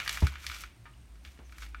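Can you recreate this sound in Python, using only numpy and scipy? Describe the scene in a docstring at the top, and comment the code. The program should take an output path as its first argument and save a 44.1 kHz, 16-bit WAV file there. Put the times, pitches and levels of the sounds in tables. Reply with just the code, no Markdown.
"""Indoors, a waxy foam block is pressed and rocked on cloth over a table. Its sticky surface lets go
in sharp cracks over a fine rustle, and early in the push the table thumps once in its low modes.
In the lull that follows come a faint clink and two distant chirps. Then the block is peeled off and
lifted away with softer cracks and rustling, while a third chirp sounds.
Throughout, a low hum wavers behind it, with quiet room hiss and a faint high trill."""
import sys
import numpy as np
from scipy import signal
from scipy.fft import rfft, irfft
from scipy.io import wavfile

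SR = 44100
rng = np.random.default_rng(int(sys.argv[2]) if len(sys.argv) > 2 else 0)


def unload_audio(sound):
    """Save the sound as a 16-bit wav file, at the path given as the first command line argument."""
    columns = np.transpose(np.atleast_2d(sound))
    # keep every value between -1 and 1, then stretch to whole-number steps
    steps = np.round(np.clip(columns, -1, 1) * 32767)
    wavfile.write(sys.argv[1], SR, steps.astype(np.int16))


N = 79380
T = np.arange(N) / SR

# Releases of the sticky foam. Each row: start in seconds, then gains in dB of the dull body,
# the snap, the treble fizz and the block's hollow ring.
CRACKS = [(.001, -38, -35.5, -52.5, -31), (.062, -36, -54, -68, -51), (0.0777, -30.5, -29, -43.5, -44),
          (0.0921, -44, -48, -47, -67), (.0942, -30.5, -30, -39, -41), (.112, -50, -43, -54, -46),
          (.1283, -43, -40.5, -39.5, -46), (0.1736, -33.5, -45.5, -50, -31), (0.2059, -56, -43, -53, -60),
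          (0.2691, -38.5, -37.5, -46, -23.5), (0.339, -62, -52, -67, -39), (0.3563, -42, -49, -64, -35),
          (.4435, -44, -57, -57, -38.5), (0.4666, -39, -31, -42.5, -52), (0.4989, -39, -43, -75, -34),
          (.516, -50, -38, -64, -32), (.546, -54, -40.5, -56, -50), (.565, -54, -47, -55, -38),
          (.608, -61, -50.5, -48, -59), (.6176, -73, -49, -48.5, -67), (0.6374, -40.5, -46.5, -58, -31.5),
          (1.156, -66, -70, -74, -56), (1.2501, -54.5, -47, -68, -55), (1.275, -62, -54, -78, -66),
          (1.376, -61, -69, -86, -67), (1.3905, -59, -61, -81, -66), (1.495, -59.5, -61, -92, -60),
          (1.5239, -53, -57, -64, -43), (1.5833, -49.5, -53, -54.5, -43), (1.622, -54, -49, -60, -36),
          (1.632, -59, -50, -69, -38.5), (1.6647, -52, -55.5, -67, -60), (1.689, -75, -71, -61.5, -75),
          (1.7465, -38, -53.5, -80, -30)]
# Spectrum common to all cracks. Each row: frequency in Hz, gain in dB.
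CRACK_SPECTRUM = [(100, 25), (500, -2), (800, 19.5), (1000, 16.5), (1300, 27), (1750, 34.5), (2300, 33.5),
                  (3000, 28.5), (3600, 29), (5500, 28), (8000, 23.5), (12000, 23), (16000, 6)]
# Modes of the block. Each row: frequency in Hz, relative level in dB, T60 in seconds.
BLOCK_MODES = [(1346, -1, 0.015), (1448, -7.5, 0.05), (2335, -13.5, 0.026)]
# Rustle of pressing and of lifting. Each row: time in seconds, body level in dB, treble level in dB.
PRESS_LEVELS = [(0, -37, -54.5), (.05, -47, -51.5), (.085, -43.5, -52), (.14, -43.5, -43.5),
                (.19, -45.5, -52), (.215, -54.5, -51), (.245, -47, -54), (.285, -46.5, -54),
                (.32, -54.5, -60.5), (.37, -52.5, -67.5), (.42, -54.5, -57.5), (.485, -50.5, -51.5),
                (.54, -47.5, -51), (.61, -52, -54), (.66, -57, -62), (.71, -66.5, -76), (.8, -77, -77)]
LIFT_LEVELS = [(1.21, -95, -80), (1.263, -56.5, -65.5), (1.33, -70, -68.5), (1.42, -71, -83),
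               (1.512, -73, -70.5), (1.56, -59.5, -69.5), (1.6, -62, -59), (1.628, -49, -54),
               (1.679, -63.5, -67), (1.735, -71, -78), (1.755, -67, -78), (1.8, -61, -77)]
# Spectra of the rustle's body, its treble and its larger ticks.
# Each row: frequency in Hz, relative level in dB.
BODY_SPECTRUM = [(100, -14.5), (600, -16), (1000, -10), (1420, -1.5), (1750, -5), (2200, 1), (2900, -4.5),
                 (3600, -7), (5000, -24), (8000, -30.5), (16000, -59)]
TREBLE_SPECTRUM = [(100, -55), (2500, -4.5), (4000, 4.5), (6000, 6), (8000, 0), (10500, -5.5),
                   (13000, -2.5), (16000, -14.5)]
CRINKLE_SPECTRUM = [(100, -45), (1500, -11), (3200, 1), (6000, -3), (9000, -3.5), (13000, -4), (16000, -9)]
# Modes of the table. Each row: frequency in Hz, level in dB, T60 in seconds, rise time in seconds.
TABLE_MODES = [(76.7, -0.5, 0.095, 0.018), (69.9, -19.5, 0.34, 0.05), (135.7, -19, 0.132, 0.0011),
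               (172, -28.5, 0.13, 0.0052), (270, -38, 0.17, 0.0013), (400, -40, 0.12, 0.0028),
               (856, -37.5, 0.092, 0.0023), (1080, -44, 0.029, 0.0011)]
# Dull knocks, some close by and some farther off.
# Each row: start in seconds, level in dB, centre in Hz, width in octaves, T60 in seconds.
KNOCKS = [(0.2199, -37.5, 400, 1.71, 0.16), (.322, -51, 1010, 0.43, 0.057), (0.8549, -52, 1510, 0.77, 0.21),
          (1.3901, -50, 170, 1.8, 0.19)]
# Modes of something hard, farther off. Each row: frequency in Hz, level in dB, T60 in seconds.
CLINK_MODES = [(940, -57.5, 0.16), (1232, -54, 0.2), (1380, -52, 0.05), (1783, -57.5, 0.25),
               (2330, -57, .13)]
# Distant chirps. Each row: start and length in seconds, first and last pitch in Hz, level in dB.
CHIRPS = [(0.931, 0.014, 2450, 3220, -59), (1.017, 0.016, 3090, 2600, -64.5),
          (1.434, 0.056, 6550, 5920, -65.5)]
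# Course of the low hum. Each row: time in seconds, frequency in Hz, level in dB.
LOW_HUM = [(0, 52.3, -55.5), (.15, 53.54, -45), (.3, 67.8, -61), (.44, 68.9, -64), (.5, 68.75, -44),
           (.56, 52.1, -51), (.68, 55.1, -48.5), (.72, 53.3, -102), (.92, 60.1, -66.5),
           (.995, 65.17, -50.5), (1.09, 54.02, -52.5), (1.18, 51.03, -47.5), (1.22, 63.56, -60),
           (1.285, 67.9, -45.5), (1.35, 59.8, -72), (1.42, 61.76, -50.5), (1.53, 60.05, -46),
           (1.572, 56.37, -54), (1.62, 54.2, -44), (1.8, 55.2, -44)]
# Swells of the upper hum and of the trill. Each row: time in seconds, level in dB.
UPPER_HUM_LEVELS = [(0, -59.5), (.72, -78), (.81, -50.5), (.87, -64.5), (1.0, -59.5), (1.08, -74),
                    (1.8, -90)]
TRILL_LEVELS = [(0, -90), (.7, -80.5), (.95, -78), (1.2, -80), (1.8, -82)]
# Spectrum of the room hiss. Each row: frequency in Hz, relative level in dB.
HISS_SPECTRUM = [(20, -12), (60, 16), (110, -1), (160, 1), (240, -4.5), (330, -3.5), (450, -15),
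                 (650, -12.5), (900, -14), (1400, -16), (2400, -16.5), (4000, -21.5), (7500, -26.5),
                 (9500, -26.5), (11000, -30), (16000, -34)]
# Reverberation of the room. Each row: frequency in Hz, T60 (time to fall by 60 dB) in seconds.
ROOM_T60 = [(100, 0.34), (1500, 0.12), (3000, 0.28), (7000, 0.093), (16000, 0.059)]


def cracks(splinter_db=-8, splinter_t60_s=.0082, bands_hz=(1600, 3700, 10000)):
    """Sudden release of adhesion: a pulse and tiny splinters, comb-filtered by two close reflections."""
    out, t = np.zeros(N), T[:SR // 40]
    for s, body_db, snap_db, fizz_db, _ in CRACKS:
        splinters = rng.standard_normal(len(t)) * amp(-60 * t / splinter_t60_s) * (t > 0)
        pulse = 1. * (t == 0) + amp(splinter_db) * splinters / np.linalg.norm(splinters)
        tilt = list(zip(bands_hz, (body_db, snap_db, fizz_db)))
        spectrum = [(hz, db + at_hz(tilt, hz)) for hz, db in CRACK_SPECTRUM]
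        crack = -colour(pulse, spectrum, size=2048)
        add(out, s, crack)
        add(out, s + .0017434, amp(-5.5) * crack)  # off the table top
        add(out, s + .0042, amp(-8.5) * crack)  # off the arm
    return out


def block_ring(rise_s=.00043, low_cut_hz=1030):
    """Impulse response: each crack excites the block's damped modes, heard as a short hollow knock."""
    out, t = np.zeros(N), T[:SR // 5]
    modes = sum(np.sin(2 * np.pi * hz * t) * amp(db - 60 * t / t60) for hz, db, t60 in BLOCK_MODES)
    ring = modes * (1 - np.exp(-t / rise_s))
    for s, *_, ring_db in CRACKS:
        add(out, s, -amp(ring_db) * ring)
    return signal.sosfilt(signal.butter(2, low_cut_hz, "high", fs=SR, output="sos"), out)


def rustle(grains_per_s=7000, spread_db=3.5):
    """Shot noise: thousands of tiny foam cells and fibres let go at random as the block moves."""
    grain_db = spread_db * np.minimum(rng.exponential(1, N), 3.8)
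    grains = amp(grain_db) * (rng.random(N) < grains_per_s / SR)
    low, high = grains * rng.choice([-1., 1.], (2, N))  # same instants, independent signs
    levels = PRESS_LEVELS + LIFT_LEVELS
    body = unit(colour(low, BODY_SPECTRUM)) * amp(curve(levels, column=1))
    treble = unit(colour(high, TREBLE_SPECTRUM)) * amp(curve(levels, column=2))
    return body + treble


def crinkle(ticks_per_s=90, relative_db=-7.5):
    """A sparse Poisson process: larger fibres let go in crisp ticks that follow the rustle's treble."""
    ticks = rng.uniform(-1.04, 1, N) * (rng.random(N) < ticks_per_s / SR)
    treble_db = curve(PRESS_LEVELS + LIFT_LEVELS, column=2)
    return unit(colour(ticks, CRINKLE_SPECTRUM)) * amp(relative_db + treble_db)


def table_thump(start_s=.2248):
    """Damped vibration: the push sets the table's modes swinging, and each decays exponentially."""
    out = np.zeros(N)
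    for hz, db, t60, rise_s in TABLE_MODES:
        envelope = amp(db - 60 * T / t60) * (1 - np.exp(-T / rise_s))
        add(out, start_s, -np.cos(2 * np.pi * hz * T) * envelope)
    return out


def knocks(rise_s=.00043):
    """Modal overlap: soft contacts excite modes so dense that they ring as a dying band of noise."""
    out = np.zeros(N)
    for s, db, hz, octaves, t60 in KNOCKS:
        band = noise(lambda f: np.exp(-.5 * (np.log2(f / hz) / octaves) ** 2))
        envelope = amp(db - 60 * T / t60) * (1 - np.exp(-T / rise_s))
        add(out, s, band * envelope)
    return out


def clink(start_s=.856):
    """Free vibration: a hard object, struck once, rings in a few inharmonic modes."""
    out = np.zeros(N)
    for hz, db, t60 in CLINK_MODES:
        add(out, start_s, np.sin(2 * np.pi * hz * T) * amp(db - 60 * T / t60))
    return out


def chirps(flutter_depth=.035, flutter_s=.001):
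    """Frequency modulation: short, distant whistles glide in pitch with a random flutter."""
    out = np.zeros(N)
    for s, length_s, first_hz, last_hz, db in CHIRPS:
        progress = np.linspace(0, 1, round(length_s * SR))
        glide_hz = first_hz + (last_hz - first_hz) * progress
        flutter = 1 + flutter_depth * wander(flutter_s)[:len(progress)]
        envelope = amp(db) * np.sin(np.pi * progress) ** 2
        add(out, s, envelope * sine(glide_hz * flutter))
    return out


def hum(upper_hz=115, waver_depth=.069, waver_s=.0535):
    """Superposition: a low tone and a weaker one above it each waver in pitch and level."""
    low = amp(curve(LOW_HUM, column=2)) * sine(curve(LOW_HUM, column=1))
    waver = 1 + waver_depth * wander(waver_s)
    upper = amp(curve(UPPER_HUM_LEVELS)) * sine(upper_hz * waver)
    return np.sqrt(2) * (low + upper)  # rms to peak


def trill(centre_hz=8580, width_hz=360, pulses_per_s=58, jitter=.25, depth=.85):
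    """Amplitude modulation: a narrow, high band of noise pulses quickly and unevenly."""
    pulsing = sine(pulses_per_s * (1 + jitter * wander(1 / pulses_per_s)))
    band = noise(lambda f: np.exp(-2 * ((f - centre_hz) / width_hz) ** 2))
    return amp(curve(TRILL_LEVELS)) * unit(band * (1 + depth * pulsing))


def hiss(level_db=-56.5):
    """Stationary noise: the room's quiet, broadband floor, strongest in the bass."""
    return amp(level_db) * noise(lambda f: amp(at_hz(HISS_SPECTRUM, f)))


def room(x, early_db=-10, early_t60_s=.022, tail_db=-12.5):
    """Reverberation: near reflections follow the direct sound, then a tail whose top dies first."""
    t = T[:SR // 2]
    early, tail = rng.standard_normal((2, len(t)))
    early *= (t > .0025) * amp(-60 * t / early_t60_s)
    hz, frame_s, bands = signal.stft(tail * (t > .006), SR, nperseg=256)
    decay = amp(-60 * frame_s / at_hz(ROOM_T60, hz)[:, None])
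    tail = signal.istft(bands * decay, SR, nperseg=256)[1][:len(t)]
    response = amp(early_db) * early / np.linalg.norm(early) + amp(tail_db) * tail / np.linalg.norm(tail)
    return x + signal.fftconvolve(x, response)[:N]


def amp(db):
    """Amplitude ratio of a level in decibels."""
    return 10 ** (np.asarray(db) / 20)


def unit(x):
    """Normalisation to an rms of one."""
    return x / np.sqrt(np.mean(x ** 2) + 1e-20)


def curve(rows, column=1):
    """Linear interpolation of one column of a time table at every sample."""
    rows = np.array(rows)
    return np.interp(T, rows[:, 0], rows[:, column])


def at_hz(points, hz):
    """Interpolation of a table on a logarithmic frequency axis."""
    f, value = np.transpose(points)
    return np.interp(np.log(hz + 1), np.log(f), value)


def add(mix, s, sound):
    """Superposition of a sound on the mix, starting at s seconds."""
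    part = mix[max(0, round(s * SR)):][:len(sound)]
    part += sound[:len(part)]


def sine(hz):
    """An oscillator whose phase is the running integral of its frequency."""
    return np.sin(2 * np.pi * np.cumsum(hz) / SR)


def colour(x, spectrum, size=4096):
    """Minimum-phase filtering: the Hilbert transform of the log gain gives a causal response."""
    hz = abs(np.fft.fftfreq(size, 1 / SR))
    log_gain = np.log(amp(at_hz(spectrum, hz)))
    taps = np.fft.ifft(np.exp(np.conj(signal.hilbert(log_gain)))).real
    return signal.fftconvolve(x, taps[:size // 2])[:len(x)]


def noise(gain):
    """Spectral shaping: white noise weighted by a function of frequency, at an rms of one."""
    hz = np.fft.rfftfreq(N, 1 / SR) + 1
    return unit(irfft(rfft(rng.standard_normal(N)) * gain(hz), N))


def wander(s):
    """Low-pass noise: a smooth drift with an rms of one and a time scale of s seconds."""
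    return noise(lambda f: 1 / (1 + (2 * f * s) ** 2))


def scene():
    """Superposition in one channel: the crisp sounds reverberate, and the rest arrive directly."""
    reverberant = room(cracks() + block_ring() + crinkle() + clink() + chirps())
    return (reverberant + rustle() + table_thump() + knocks() + hum() + hiss() + trill())[None]


def record(dry, low_cut_hz=40, high_cut_hz=16200):
    """Band limiting: the microphone rolls off the deep bass and cuts the highest treble."""
    hz = np.fft.rfftfreq(2 * N, 1 / SR) + 1
    high_passed = irfft(rfft(dry, 2 * N) / np.sqrt(1 + (low_cut_hz / hz) ** 10))[:, :N]
    low_pass = signal.firwin(255, high_cut_hz, window=("kaiser", 8), fs=SR)
    return signal.oaconvolve(high_passed, low_pass[None], "same")


dry = scene()
out = record(dry)
unload_audio(out)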